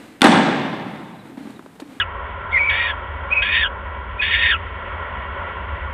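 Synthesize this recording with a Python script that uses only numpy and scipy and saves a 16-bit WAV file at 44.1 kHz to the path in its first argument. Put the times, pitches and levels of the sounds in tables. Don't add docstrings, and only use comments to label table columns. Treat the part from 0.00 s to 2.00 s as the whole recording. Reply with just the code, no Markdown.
import sys
import numpy as np
from scipy import signal
from scipy.fft import rfft, irfft
from scipy.io import wavfile
from scipy.ndimage import uniform_filter1d

SR = 44100
rng = np.random.default_rng(int(sys.argv[2]) if len(sys.argv) > 2 else 0)


def to_wav(s):
    ch = np.atleast_2d(s).T
    pcm = np.round(np.clip(ch, -1, 1) * 32767)
    wavfile.write(sys.argv[1], SR, pcm.astype(np.int16))


N = 88200
LEAD = int(.25 * SR)
SIZE = N + LEAD
AGE_S = np.arange(SIZE) / SR
CONTACT_S = AGE_S[:LEAD]


def amp(db):
    return 10 ** (np.asarray(db) / 20)


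def on_log(hz, points):
    f, v = np.array(points, float).T
    return np.interp(np.log(np.maximum(hz, 1)), np.log(f), v)


def colour(x, spectrum):
    cepstrum = irfft(np.log(amp(on_log(np.fft.rfftfreq(4096, 1 / SR), spectrum))))
    cepstrum[1:2048] *= 2
    cepstrum[2049:] = 0
    response = irfft(np.exp(rfft(cepstrum)))
    return signal.fftconvolve(x, response / np.linalg.norm(response))[:len(x)]


def decay(t, t60_s):
    return np.exp(-np.log(1000) * t / t60_s)


def add(track, start_s, sound):
    i = max(int(start_s * SR) + LEAD, 0)
    track[i:i + len(sound)] += sound[:max(SIZE - i, 0)]


def burst(spectrum, t60_s):
    return colour(rng.standard_normal(LEAD) * decay(CONTACT_S, t60_s), spectrum)


def ring(modes, spread=.035):
    detunings = 1 + spread * rng.standard_normal(len(modes))
    return sum(amp(db) * decay(CONTACT_S, t60_s) * np.sin(2 * np.pi * hz * detune * CONTACT_S)
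               for (hz, db, t60_s), detune in zip(modes, detunings))


# frequency_hz, relative_db
AIR_SPECTRUM = [(25, -17), (70, -8.5), (130, 1), (260, -1.5), (500, -10), (1300, -16), (2000, -17.5),
                (3600, -22.5), (6000, -29), (8500, -25.5), (14500, -32.5)]
def air(level_db=-51):
    return amp(level_db) * colour(rng.standard_normal(SIZE), AIR_SPECTRUM)


# frequency_hz, t60_s
REVERB_TIMES = [(60, 3.5), (115, 2.8), (250, 1.5), (500, 1.76), (900, 1.76), (2000, 1.6), (3800, 1.5),
                (5500, 1.2), (8500, .76), (11500, .1)]
# frequency_hz, relative_db
REVERB_SPECTRUM = [(40, -15), (75, -6.5), (115, 2.5), (165, 1), (250, -1.8), (400, .3), (520, -1), (800, 0),
                   (1300, -3), (1900, .5), (2900, -.5), (3700, -4), (4400, -4.5), (5200, -1), (7000, 1.5),
                   (8500, 1.5), (10000, -6), (13000, -15)]
# delay_s, relative_db
WALL_ECHOES = [(.103, -11.5), (.130, -15)]
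def hall(x, wet_db):
    grains = rng.standard_normal(SIZE)
    grains *= np.exp(.428 * np.repeat(rng.standard_normal(SIZE // 32 + 1), 32)[:SIZE])
    hz = np.fft.rfftfreq(SIZE, 1 / SR)
    spectrum = rfft(grains / grains.std()) * amp(on_log(hz, REVERB_SPECTRUM))
    centres_hz, t60s = np.array(REVERB_TIMES).T
    tail = np.zeros(SIZE)
    for band, t60_s in zip(np.eye(len(centres_hz)), t60s):
        weight = np.interp(np.log(hz + 1), np.log(centres_hz), band)
        tail += irfft(spectrum * weight, SIZE) * decay(AGE_S, t60_s)
    predelay_s, build_s = .01294, .0328
    build = np.clip((AGE_S - predelay_s) / build_s, 0, 1)
    tail *= build / np.linalg.norm(build * decay(AGE_S, np.median(t60s)))
    walls = np.zeros(LEAD)
    for delay_s, relative_db in WALL_ECHOES:
        walls[int(delay_s * SR)] += amp(relative_db)
    tail[:LEAD] += signal.sosfilt(signal.butter(1, 2200, fs=SR, output="sos"), walls + 1e-18)
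    response = amp(wet_db) * tail
    response[0] += 1
    return signal.fftconvolve(x, response)[:SIZE]


# start_s, length_s, level_db
SOLE_BRUSHES = [(-.1, .32, -44.5), (.88, .28, -51), (1.237, 0.122, -51), (1.372, 0.0706, -47),
                (1.42, .21, -47.5), (1.752, .022, -51), (1.881, 0.174, -48.5)]
# frequency_hz, relative_db
BRUSH_SPECTRUM = [(150, -11), (450, 5), (800, -0.5), (1300, -2), (2000, -3), (3000, -8.5), (4000, -10.5),
                  (5500, -21), (8500, -19), (15000, -29.5)]
def shuffles():
    envelope = np.zeros(SIZE)
    for start_s, length_s, level_db in SOLE_BRUSHES:
        progress = np.linspace(0, 1, int(length_s * SR))
        add(envelope, start_s, amp(level_db) * np.sin(np.pi * np.sqrt(progress)))
    return envelope * colour(rng.standard_normal(SIZE), BRUSH_SPECTRUM)


# start_s, length_s, pitch_hz, level_db
SOLE_SQUEAKS = [(.486, .02, 3750, -32), (1.14, .03, 3900, -56), (1.181, .044, 3930, -52.5),
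                (1.415, .05, 4200, -56), (1.545, .04, 3900, -54.5)]
def squeaks(sag=.17, roughness=.04):
    out = np.zeros(SIZE)
    for start_s, length_s, pitch_hz, level_db in SOLE_SQUEAKS:
        progress = np.linspace(0, 1, int(length_s * SR))
        wobble = uniform_filter1d(rng.standard_normal(LEAD), size=25)[:len(progress)] * np.sqrt(25)
        glide_hz = pitch_hz * (1 - sag * progress ** 4 + roughness * wobble)
        tone = np.sin(2 * np.pi * np.cumsum(glide_hz) / SR)
        add(out, start_s, amp(level_db) * np.sin(np.pi * progress) * tone)
    return out


# frequency_hz, relative_db
CLICK_SPECTRUM = [(300, -10), (1200, 0.5), (2300, -1.5), (4000, -1.5), (5800, -10.5), (8200, -6),
                  (12000, -14.5), (15000, -20.5)]
KNOCK_SPECTRUM = [(120, -14.5), (400, 2), (700, 0.5), (1350, -1), (1800, -8), (3000, -19), (6000, -33),
                  (15000, -46.5)]
# pitch_hz, relative_db, t60_s
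WOODY_MODES = [(1080, -1, .035), (4200, -4, .018)]
# start_s, click_db, knock_db
HEEL_TAPS = [(1.372, -58, -39.5), (1.505, -48.5, -43), (1.593, -56, -34.5), (1.623, -58, -43),
             (1.661, -57.5, -35.5), (1.7975, -56, -33), (1.8005, -38, -31), (1.811, -48, -41.5),
             (1.819, -60, -39)]
def taps():
    out = np.zeros(SIZE)
    for start_s, click_db, knock_db in HEEL_TAPS:
        click = burst(CLICK_SPECTRUM, t60_s=.0483) + ring(WOODY_MODES)
        knock = burst(KNOCK_SPECTRUM, t60_s=.03144)
        add(out, start_s, amp(click_db) * click + amp(knock_db) * knock)
    return out


def boards(pitch_hz, rise_s):
    envelope = CONTACT_S / rise_s * np.exp(1 - CONTACT_S / rise_s)
    thump = envelope * np.sin(2 * np.pi * pitch_hz * CONTACT_S)
    return signal.sosfilt(signal.butter(2, 120, btype="high", fs=SR, output="sos"), thump)


# frequency_hz, relative_db
SOLE_SPECTRUM = [(40, -42), (100, -25), (300, -6), (480, -5.5), (780, 1.5), (1200, -3.5), (2000, -7.5),
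                 (3000, -16.5), (3800, -18), (5500, -33), (10000, -37), (15000, -62)]
def sole(t60_s):
    return burst(SOLE_SPECTRUM, t60_s)


# frequency_hz, relative_db
RUMBLE_SPECTRUM = [(60, -40), (160, -12), (240, 0), (310, -.5), (400, -13), (900, -42), (3000, -70)]
# start_s, thud_db, rumble_db, pitch_hz
SOFT_STEPS = [(-.12, -27, -39, 259.6), (-.015, -26, -36.5, 268.9), (.865, -25, -36, 270.6),
              (1.0, -31, -42, 300), (1.254, -30.5, -39, 260.8), (1.295, -32, -40, 297.1),
              (1.325, -36, -41, 280), (1.374, -24.5, -36, 253.2), (1.405, -29, -39, 260),
              (1.453, -26.5, -39, 239.7), (1.472, -29, -44, 280), (1.499, -28, -46, 247.3),
              (1.592, -38, -50, 310), (1.659, -42, -56, 270), (1.8204, -24.5, -46, 290.5),
              (1.852, -34.5, -47, 306), (1.886, -37, -47, 275), (1.912, -35, -45, 270.8),
              (1.965, -36, -45, 262)]
def steps(scuff_db=-18):
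    out = np.zeros(SIZE)
    for start_s, thud_db, rumble_db, pitch_hz in SOFT_STEPS:
        thud = boards(pitch_hz, rise_s=.00366) + amp(scuff_db) * sole(t60_s=.1)
        rumble = burst(RUMBLE_SPECTRUM, t60_s=.22)
        add(out, start_s, amp(thud_db) * thud + amp(rumble_db) * rumble)
    return out


# pitch_hz, relative_db, t60_s
HARD_HEEL_MODES = [(1301.5, -9.5, .025), (1901, -8, .015), (2865.5, -5.5, .012), (3500, -2.5, .009)]
# frequency_hz, relative_db
CRACK_SPECTRUM = [(200, -18.5), (1200, -2), (3600, -.5), (4600, -9), (5600, -14), (7000, -14), (8800, -11),
                  (11000, -21), (15000, -42)]
def heel(crack_db=-4, rise_s=.0005):
    strike = ring(HARD_HEEL_MODES) + amp(crack_db) * burst(CRACK_SPECTRUM, t60_s=.01203)
    return strike * np.minimum(CONTACT_S / rise_s, 1)


# frequency_hz, relative_db
TICK_SPECTRUM = [(1000, -12), (4000, -4), (6000, -7), (8600, 0), (10500, -7), (12500, -21), (14300, -23),
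                 (16000, -40)]
# start_s,
# tick_db, heel_db, slap_db, thump_db, pitch_hz
STAMPING_FEET = [(.209, -48, -26, -34, -28.5, 263), (.2178, -4, 2.5, -20, -7, 254.5),
                 (.2208, -30, -11, -13, -20, 300), (.229, -20, -14, -11, -19, 279.4),
                 (.234, -31, -20, -15, -21, 330), (.240, -22, -11, -7, -17, 300),
                 (.2422, -14.5, -11.5, -7, -18, 270), (.2465, -21, -17, -2.5, -3.5, 250),
                 (.2570, -30, -18, -4.5, -8, 318.4), (.2682, -16, -17, -6.5, -12, 215),
                 (.2837, -38, -27, -16, -7, 260.3), (.2915, -40, -28, -15, -4, 225),
                 (.301, -42, -28, -18, -13, 175)]
def stamp(tick_lag_s=.0006):
    out = np.zeros(SIZE)
    for start_s, tick_db, heel_db, slap_db, thump_db, pitch_hz in STAMPING_FEET:
        tick = np.roll(burst(TICK_SPECTRUM, t60_s=.005), int(tick_lag_s * SR))
        foot = amp(tick_db) * tick + amp(heel_db) * heel()
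        foot += amp(slap_db) * sole(t60_s=.0563)
        foot += amp(thump_db) * boards(pitch_hz, rise_s=.003483)
        add(out, start_s, hall(foot, wet_db=0))
    return out


def scene():
    pressure = air() + stamp()
    pressure += hall(steps() + shuffles(), wet_db=-6)
    pressure += hall(taps() + squeaks(), wet_db=-7.5)
    return pressure[None, LEAD:]


def record(dry):
    knee, top_hz = 7.1, 14900
    clipped = dry / (1 + abs(dry) ** knee) ** (1 / knee)
    return signal.sosfilt(signal.ellip(8, .2, 70, top_hz, fs=SR, output="sos"), clipped)


dry = scene()
out = record(dry)
to_wav(out)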